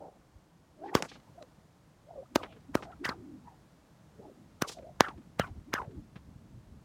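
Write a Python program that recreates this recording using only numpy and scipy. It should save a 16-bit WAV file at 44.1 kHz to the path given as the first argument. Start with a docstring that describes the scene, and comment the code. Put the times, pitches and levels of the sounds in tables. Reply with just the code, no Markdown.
"""Stockwhip on a lawn.

A stockwhip is swung and cracked a few metres from a microphone lying in the grass. The lash sings
as it sheds vortices, rising to each crack and sinking after it. The cracks are shocks from its
supersonic tip, thrown back by fence, houses and trees. Behind it is quiet open air with a few
low thumps, and a breeze buffets the microphone, hardest near the end."""
import sys
import numpy as np
from scipy import signal
from scipy.fft import rfft, irfft
from scipy.io import wavfile
from scipy.ndimage import map_coordinates

SR = 44100
rng = np.random.default_rng(int(sys.argv[2]) if len(sys.argv) > 2 else 0)


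def generate_wav(sig):
    """Save sig (samples, or channels by samples) to the path in sys.argv[1] as 16-bit PCM at SR."""
    pcm = np.round(np.clip(np.atleast_2d(sig).T, -1, 1) * 32767).astype(np.int16)
    wavfile.write(sys.argv[1], SR, pcm)


N = 301644

# Cracks at the microphone: (time [s], energy [dB], body [Hz], brightness [dB/octave],
# ground bounce delay [ms], bounce [dB], tip hiss [dB re crack], aim at the yard [dB])
CRACKS = [(0.952, 8, 170, 0.64, 2.53, -12.5, -17.5, 14.5), (2.3586, 7.5, 293, -0.4, 3.2, -4.5, -14, 2.5),
          (2.7531, 5.5, 274, -1.8, 3.14, -11, -18.5, 4.5), (3.0545, -12, 300, 1.5, 3.1, -13, -8.5, -8),
          (3.0904, -9.5, 500, -3.5, 0.76, -6.5, -18, 22), (4.622, 1, 258, 0.4, 0.64, -5, -8, 1.5),
          (5.0071, 12.5, 678, -1, 1.03, -13.5, -26, 0), (5.3969, 4, 232, -1.5, 1.47, -3, -15, -3),
          (5.739, -1.5, 372.5, 1.6, 0.75, -8.5, -12, 8)]


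def amp(db):
    """Decibels to gain."""
    return 10 ** (np.asarray(db) / 20)


def unit(x):
    """Scales to an rms of one."""
    return x / np.sqrt(np.mean(abs(x) ** 2) + 1e-20)


def spectrum_db(points, hz):
    """Reads (frequency, level) points on a log-frequency axis."""
    point_hz, db = np.transpose(points)
    return np.interp(np.log(hz + 1), np.log(point_hz), db)


def bins(size):
    """Frequencies in the spectrum of this many samples."""
    return np.fft.rfftfreq(size, 1 / SR)


def add(mix, s, sound):
    """Mixes a sound in at s seconds."""
    part = mix[max(round(s * SR), 0):][:len(sound)]
    part += sound[:len(part)]


def minimum_phase(db):
    """The causal frequency response with this gain."""
    log_gain = np.log(amp(np.maximum(db, -100)))
    mirrored = np.r_[log_gain, log_gain[-2:0:-1]]
    return np.exp(np.conj(signal.hilbert(mirrored)))[:len(db)]


def drift(steps, size=4096):
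    """A smooth random curve that takes a new value at every whole step."""
    return map_coordinates(rng.standard_normal(size), [steps], order=3, mode="wrap")


def bell(t, length):
    """A smooth rise and fall around time zero."""
    return np.exp(-(2 * t / length) ** 2)


def hiss_band(centre_hz, octaves, size):
    """Noise in one band, bell-shaped in log frequency."""
    band = np.exp(-.5 * (np.log2((bins(size) + 1) / centre_hz) / octaves) ** 2)
    return unit(irfft(rfft(rng.standard_normal(size)) * band))


def open_air():
    """A distant wash with a fine hiss on top, swelling slowly."""
    # Colour of the background: (frequency [Hz], level [dB])
    colour = [(18, -36), (30, -11.5), (81, -8.5), (109, -7.5), (138, -3), (174, -3), (239, -13), (311, -8),
              (355, -16.5), (384, -15.5), (632, -15.5), (1010, -19), (2480, -30), (6900, -34), (16000, -45)]
    # Its slow swell: (time [s], gain [dB])
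    swell_curve = [(0, 1), (.6, -0.5), (1.3, 3), (1.799, 0.5), (2.6, 2), (3.8, 2), (4.5, 2), (6.8, 1)]
    hz = bins(N)
    wash = rfft(rng.standard_normal(N)) * amp(spectrum_db(colour, hz))
    swell = amp(np.interp(np.arange(N) / SR, *np.transpose(swell_curve)))
    rms_above_rumble = np.std(irfft(wash * (hz > 300), N))
    return amp(-68) * swell * irfft(wash, N) / rms_above_rumble


def breeze(lumps_per_s=24, lump_db=4.0):
    """Eddies bump against the microphone in low lumps, harder in the gusts."""
    # Colour of wind on the microphone: (frequency [Hz], level [dB])
    colour = [(20, -26.5), (40, -9.5), (70, 1.5), (140, -2.5), (220, -5.5), (400, -21), (1000, -47.5),
              (4000, -66.5)]
    # Strength of the breeze: (time [s], level [dB])
    strength = [(0, -60.5), (.5, -75), (1.1, -62), (1.6, -75), (2.3, -62.5), (3.1, -54), (3.8, -67),
                (5.2, -56.5), (6.8, -54.5)]
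    # Gusts and one lull on top of it: (time [s], rise [dB], length [s])
    gusts = [(5.464, 8, 0.13), (5.563, 9, 0.059), (5.81, 5, 0.11), (5.98, 14, 0.056), (6.37, -2.5, 0.12)]
    t = np.arange(N) / SR
    rumble = irfft(rfft(rng.standard_normal(N)) * amp(spectrum_db(colour, bins(N))), N)
    db = np.interp(t, *np.transpose(strength))
    db += sum(rise * bell(t - s, length) for s, rise, length in gusts)
    lumps = amp(lump_db * np.tanh(drift(t * lumps_per_s)))
    return amp(db) * unit(rumble * lumps)


def vortex_tone(hz, cycles, skirt_db):
    """Vortices peel off a moving cord at a rate set by its speed, in step for only a few cycles."""
    turns = np.cumsum(hz) / SR
    # a faster cord leaves a more turbulent wake: the tone loses step sooner and gains a rough skirt
    haste = np.clip(hz / 850, 1, 1.9)
    steps = np.cumsum(hz * haste) / SR / cycles
    core = drift(steps) + 1j * drift(steps)
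    core /= np.sqrt(abs(core) + .5)
    skirt = drift(turns * .8) + 1j * drift(turns * 0.86)
    rough = amp(skirt_db) * haste
    wake = (unit(core) + rough * unit(skirt)) / np.hypot(1, rough)
    return unit((wake * np.exp(2j * np.pi * turns)).real)


def swish(hz, cycles, skirt_db, thong_db, cracker_db, flutter_per_s=130):
    """The lash sings; the thick thong hums an octave below, the thin cracker whistles an octave above."""
    lash = vortex_tone(hz, cycles, skirt_db)
    thong = amp(thong_db) * vortex_tone(hz / 2, cycles=2, skirt_db=-3)
    cracker = amp(cracker_db) * vortex_tone(hz * 2, cycles=10, skirt_db=-13)
    # waves running down the cord make its song flutter
    flutter = unit(amp(3 * drift(np.arange(len(hz)) / SR * flutter_per_s)))
    return (lash + thong + cracker) * flutter


def swings(skirt_db=-10):
    """Between cracks the lash circles at a lower speed and whistles more cleanly."""
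    # Slow swings: (time in step [cycles], thong [dB re lash], cracker [dB re lash],
    # curve of (time [s], pitch [Hz], level [dB]))
    arcs = [(1.5, -8.5, -26, [(0.0, 625, -47.5), (0.028, 688, -48), (0.074, 697, -51), (0.1, 639, -58),
            (0.18, 654, -69)]), (7.96, -7, -21, [(0.77, 652, -60), (0.79, 591, -62), (0.818, 619, -54),
            (0.85, 814, -40), (0.9, 870, -53), (0.914, 860, -50), (0.924, 700, -42), (0.934, 800, -36),
            (0.94, 802, -45)]), (10.7, -14, -21, [(1.35, 496, -67), (1.392, 734, -51.5), (1.436, 518, -51),
            (1.47, 483, -77)]), (12, -25, -31, [(2.04, 575, -72), (2.056, 518, -71), (2.092, 626, -53.5),
            (2.098, 732, -54.5), (2.184, 531, -43), (2.224, 521, -46), (2.236, 740, -53),
            (2.26, 624, -81)]), (5.15, -12, -17.5, [(2.85, 790, -52.5), (2.896, 634, -48.5),
            (2.904, 806, -46.5), (2.95, 615, -70)]), (5, -18, -19, [(3.44, 911, -76), (3.478, 907, -50),
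            (3.526, 823, -66), (3.55, 840, -68)]), (3.1, 0.5, -28, [(4.17, 504, -68), (4.198, 491, -54.5),
            (4.226, 754, -60), (4.24, 837.3, -58), (4.254, 762, -51), (4.33, 396, -65)]),
            (3.1, -12, -37, [(4.74, 644, -68), (4.78, 654, -46.5), (4.804, 535, -50), (4.898, 652, -53),
            (4.912, 610, -59), (4.94, 749, -74)])]
    out = np.zeros(N)
    for cycles, thong_db, cracker_db, curve in arcs:
        s, hz, db = np.transpose(curve)
        t = np.arange(s[0], s[-1], 1 / SR)
        envelope = amp(np.interp(t, s, db)) * signal.windows.tukey(len(t), .1)
        song = swish(np.interp(t, s, hz), cycles, skirt_db, thong_db, cracker_db)
        add(out, s[0], envelope * song)
    return out


def passes(thong_hz=301.9, thong_cycles=2, size=16384):
    """One stretch of cord sweeps by the microphone: a gliding tone that swells and fades."""
    # Passes of thong or thin end: (time [s], level [dB], length [s], pitch [Hz], glide [octaves/s])
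    sweeps = [(.03, -66, .06, 280, -2), (.875, -48, 0.13, 340, 0.5), (0.891, -50.5, 0.024, 1880, -3.5),
              (1.175, -55, .07, 200, -1), (1.286, -60.5, 0.035, 950, 0), (2.261, -64, 0.012, 1270, -5.5),
              (2.338, -53, 0.058, 299.5, 10.5), (2.503, -59, 0.077, 700, -5), (2.567, -58.5, .05, 480, -4),
              (2.7, -48.5, 0.032, 220, 2.5), (2.932, -51.5, 0.015, 1340, -3), (3.024, -44, 0.05, 320, 12.5),
              (3.082, -34.5, .014, 1550, 12.5), (3.094, -39, .011, 4530, -26.5),
              (3.194, -56, 0.13, 330, -4.5), (3.309, -48.5, 0.22, 280, -2), (4.251, -57, 0.14, 400, -1),
              (4.412, -59, 0.12, 270, -2.5), (5.191, -52, 0.049, 280, -5), (5.445, -43, 0.017, 1447, 0),
              (5.686, -53.5, 0.057, 290, 5.5), (5.871, -55, 0.099, 560, -9), (5.968, -50, 0.15, 290, -5)]
    out, t = np.zeros(N), (np.arange(size) - size / 2) / SR
    for s, db, length, hz, glide in sweeps:
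        # a thinner cord sings higher and stays in step for more cycles
        tone = vortex_tone(hz * 2 ** (glide * t), thong_cycles * hz / thong_hz, skirt_db=-11.5)
        add(out, s + t[0], amp(db) * tone * bell(t, length))
    return out


def thumps(cycles=0.54, size=8192):
    """Each thump is a soft push of air that swings only once or twice."""
    # Footfalls and gusts: (time [s], peak [dB], pitch [Hz])
    pushes = [(0.362, -45, 70), (1.586, -46.5, 158), (4.013, -48.5, 180), (5.502, -39, 57.5),
              (5.582, -35, 74), (5.881, -35, 120), (5.984, -37, 89.9), (6.165, -34.5, 160),
              (6.361, -40, 132), (6.58, -43.5, 140), (6.67, -45.5, 60)]
    out, t = np.zeros(N), (np.arange(size) - size / 2) / SR
    for s, db, hz in pushes:
        envelope = np.exp(-(t * hz / cycles) ** 2)
        add(out, s + t[0], -amp(db) * np.cos(2 * np.pi * hz * t) * envelope)
    return out


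def brushes(size=16384):
    """The whip in the grass and cracks scattered by trees arrive as smooth swells of hiss."""
    # Hissing swells: (time [s], level [dB], length [s], centre [Hz], spread [octaves])
    swells = [(.875, -68, 0.077, 2980, 0.67), (1.046, -56, 0.046, 5700, 0.57),
              (1.097, -51.5, 0.023, 3540, 0.62), (1.134, -59, 0.073, 2960, 0.74),
              (1.426, -55.5, 0.0061, 4160, 0.15), (2.436, -55, 0.029, 2467, 0.3),
              (2.514, -65.5, 0.076, 2740, 0.32), (2.836, -62, 0.043, 4500, 0.58),
              (4.69, -42, 0.026, 4300, 0.78), (4.724, -49.5, 0.038, 4670, 0.7),
              (4.762, -66.5, .072, 4300, 0.69)]
    out, t = np.zeros(N), (np.arange(size) - size / 2) / SR
    for s, db, length, centre_hz, spread in swells:
        add(out, s + t[0], amp(db) * hiss_band(centre_hz, spread, size) * bell(t, length))
    return out


def throws(size=16384, lead=2048):
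    """The lash shoots up to top speed, coasts and slows unevenly; pitch, loudness and hiss follow."""
    # Throws of the lash: (time of top speed [s], top pitch [Hz], slowing time [s],
    # coasting [1 slows at once, 2 holds its speed first], level [dB], song length [s],
    # thong [dB re lash], cracker at top speed [dB re lash], hiss [dB re lash])
    strokes = [(0.947, 1887, 0.052, 1.4, -40.5, 0.053, -11, -3.5, -10),
               (2.357, 1805, 0.09, 1, -50.5, 0.11, -2, -25, -14),
               (2.746, 1740, 0.1, 0.98, -44.5, 0.061, -7, -15, -16),
               (3.05, 2513, 0.031, 0.75, -32.5, 0.035, -13.5, -9.5, -17.5),
               (3.092, 1901, 0.045, 1.27, -35.5, 0.048, -12, -24, -29),
               (4.618, 1636, 0.078, 1.2, -40.5, 0.057, -9.5, -13, -23),
               (5.004, 1759, .13, 1.8, -36.5, 0.1, -14, -11.5, -26.5),
               (5.395, 1616, .11, 1.4, -41.5, 0.081, -15, -4.5, -22),
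               (5.734, 1846, .1, 0.95, -34.5, .1, -14.5, -16, -29)]
    run_up_s, rest_hz = .006, 179.5
    song_db_per_octave, hiss_db_per_octave = 3.5, 3
    wobble_octaves, wobble_per_s = .08, 120
    cycles, skirt_db = 6, -8  # at full speed the song is ragged
    cracker_fade_db_per_s = 130.5  # the light cracker loses its speed first
    out, t = np.zeros(N), (np.arange(size) - lead) / SR
    run_up, after = np.exp(np.minimum(t, 0) / run_up_s), np.maximum(t, 0)
    for s, top_hz, slowing, coast, db, length, thong_db, cracker_db, hiss_db in strokes:
        speed = np.sqrt(run_up) * np.exp(-(after / slowing) ** coast)
        hz = rest_hz + (top_hz - rest_hz) * speed
        octaves = np.log2(hz / top_hz)
        wobble = 2 ** (wobble_octaves * drift(after * wobble_per_s))
        song = swish(hz * wobble, cycles, skirt_db, thong_db, cracker_db - cracker_fade_db_per_s * after)
        song *= amp(song_db_per_octave * octaves)
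        hiss = hiss_band(centre_hz=4450, octaves=0.98, size=size)
        hiss *= amp(hiss_db + hiss_db_per_octave * octaves)
        envelope = run_up * np.exp(-(after / length) ** 3)
        add(out, s + t[0], amp(db) * envelope * (song + hiss))
    return out


def shocks(lag_cycles=.5, lag_hz=650, bounce_dull_hz=7000, size=4096, lead=256):
    """The supersonic tip sends a shock with a suction behind it, then its duller bounce off the lawn."""
    # Colour of a crack heard from the grass: (frequency [Hz], level [dB])
    crack_colour = [(25, -35), (60, -5.5), (130, 2), (280, 5), (700, 4), (1300, 2), (2500, -1), (3800, -1),
                    (5400, 3.5), (6800, 2.5), (8300, -11.5), (10300, -14), (12500, -1.5), (16000, -11)]
    out, hz = np.zeros(N), bins(size)
    # the bass trails the treble, so each crack ends in slower swings
    bass_lag = np.exp(-2j * np.pi * lag_cycles * np.log(1 + hz / lag_hz))
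    colour = minimum_phase(spectrum_db(crack_colour, hz)) * bass_lag
    for s, db, body_hz, brightness, bounce_ms, bounce_db, *_ in CRACKS:
        pulse = 1j * hz / (body_hz + 1j * hz) ** 2
        delay = np.exp(-2j * np.pi * hz * bounce_ms / 1000)
        bounce = amp(bounce_db) * delay / (1 + 1j * hz / bounce_dull_hz)
        tilt = minimum_phase(brightness * np.log2(hz + 100))
        wave = irfft(pulse * (1 + bounce) * colour * tilt)
        wave = np.roll(wave, lead) * signal.windows.tukey(size, 2 * lead / size)
        add(out, s - lead / SR, amp(db) * wave / np.linalg.norm(wave))
    return out


def tip_hiss(width_s=0.0025, base_hz=300, rise_hz=5000, glide_s=0.0016, air_db=-1, air_hz=7000):
    """The frayed tip shrieks up to top speed at each shock, tearing the air, and slows again at once."""
    size = 2048
    out, t = np.zeros(N), (np.arange(size) - size / 2) / SR
    hz = base_hz + rise_hz / np.hypot(1, t / glide_s)
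    for s, db, *_, hiss_db, _ in CRACKS:
        torn_air = unit(irfft(rfft(rng.standard_normal(size)) / (1 + 1j * bins(size) / air_hz)))
        shriek = vortex_tone(hz, cycles=4, skirt_db=-8.5)
        hiss = (shriek + amp(air_db) * torn_air) * np.exp(-abs(t) / width_s)
        add(out, s + t[0], amp(db + hiss_db) * hiss / np.linalg.norm(hiss))
    return out


def yard_scatter(cracks, build_s=0.0045):
    """Nearby grass scatters each crack at once; the wider yard adds a faint, duller tail."""
    # Layers of scattered sound: (gain [dB], decay [s], thin below [Hz], dull above [Hz])
    layers = [(-19, 0.0013, 500, 12000), (-28, 0.018, 1900, 16000), (-27, 0.03, 310, 2900)]
    t, hz = np.arange(SR) / SR, bins(SR)
    tail = np.zeros(SR)
    for db, decay, low_hz, dull_hz in layers:
        taps = rng.standard_normal(SR) * np.exp(-t / decay) * (1 - np.exp(-t / build_s))
        band = 1j * hz / (low_hz + 1j * hz) / (1 + 1j * hz / dull_hz)
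        tail += amp(db) * irfft(rfft(taps / np.linalg.norm(taps)) * band, SR)
    s, *_, aim_db = np.transpose(CRACKS)
    aim = amp(np.interp(np.arange(N) / SR, s, aim_db))
    return signal.fftconvolve(cracks * aim, tail)[:N]


def clatter(db, decay, dull_hz, click_share, size=8192, count=4):
    """A short run of clicks in a smear of noise; distance takes away the treble."""
    # Colour of echoes and snaps: (frequency [Hz], level [dB])
    colour = [(30, -67), (90, -41), (160, 0.5), (300, 4), (1200, 0), (2500, -5.5), (4500, -8.5),
              (9000, -12), (16000, -17)]
    t, hz = np.arange(size) / SR, bins(size)
    smear = rng.standard_normal(size) * np.exp(-t / decay) * (1 - np.exp(-4 * t / decay))
    clicks, k = np.zeros(size), np.arange(count)
    click_s = k * .45 * decay * rng.uniform(.8, 1.2, count)
    clicks[(click_s * SR).astype(int)] = amp(-1.2 * k ** 2)
    taps = np.sqrt(1 - click_share) * unit(smear) + np.sqrt(click_share) * unit(clicks)
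    dull_db = -10 * np.log10(1 + (hz / dull_hz) ** 8 / (1 + (hz / dull_hz / 2) ** 6))
    wave = irfft(rfft(taps) * minimum_phase(spectrum_db(colour, hz) + dull_db))
    return amp(db) * np.sqrt(decay * SR) * wave / np.linalg.norm(wave)


def echoes():
    """The louder cracks come back off the houses, each with the same pattern of lesser echoes."""
    # Main echoes off the houses: (time [s], level [dB], decay [s], dull above [Hz],
    # share of clicks [0-1], gain of the lesser echoes [dB])
    houses = [(1.024, -24.5, 0.0017, 7900, 0.6, -2.5), (2.433, -37.5, 0.0078, 3573, 0.5, -9.5),
              (2.8248, -41, 0.0095, 3230, 0.64, -14), (4.694, -41.5, 0.005, 4500, .4, -12.5),
              (5.0849, -39, 0.0063, 3660, 0.84, -16.5), (5.469, -55.5, 0.011, 3830, .39, -26),
              (5.818, -41, 0.0042, 2183, 0.8, -18)]
    # Lesser echoes off fence and trees: (offset from the main echo [s], level before that gain [dB],
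    # decay [s], dull above [Hz], share of clicks [0-1])
    fence_and_trees = [(-.02, -32.5, 0.00537, 696, 0.86), (.007, -39.5, .013, 1840, .6),
                       (.026, -40.5, 0.0088, 2500, 0.8), (.092, -45, .007, 3800, 0.5),
                       (.132, -51, .0091, 3100, .53), (0.176, -56, .0024, 5910, 0.5)]
    out = np.zeros(N)
    for s, *main, lesser_db in houses:
        add(out, s, clatter(*main))
        for offset, *lesser in fence_and_trees:
            add(out, s + offset, amp(lesser_db) * clatter(*lesser))
    return out


def snaps():
    """The lash turns over too slowly to crack and only ticks."""
    # Ticks of the lash: (time [s], level [dB], decay [s], dull above [Hz], share of clicks [0-1])
    ticks = [(1.426, -48.5, 0.00185, 7300, 0.8), (6.158, -51, 0.011, 3630, .3)]
    out = np.zeros(N)
    for s, *tick in ticks:
        add(out, s, clatter(*tick))
    return out


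def scene():
    """Whip, yard and weather at one microphone in the grass."""
    cracks = shocks() + tip_hiss()
    whip = cracks + yard_scatter(cracks) + echoes() + snaps() + brushes() + throws() + swings() + passes()
    return (whip + open_air() + breeze() + thumps())[None]


def record(dry, low_hz=33, ceiling=.88, edge_hz=16400):
    """The recorder's low cut, its overload on the loudest crack, and its band limit."""
    cut = signal.sosfilt(signal.butter(4, low_hz, "high", fs=SR, output="sos"), dry)
    limited = cut / (1 + (cut / ceiling) ** 8) ** (1 / 8)
    band_limit = signal.firwin(511, edge_hz, window=("kaiser", 9), fs=SR)
    return signal.oaconvolve(limited, band_limit[None], "same")


dry = scene()
out = record(dry)
generate_wav(out)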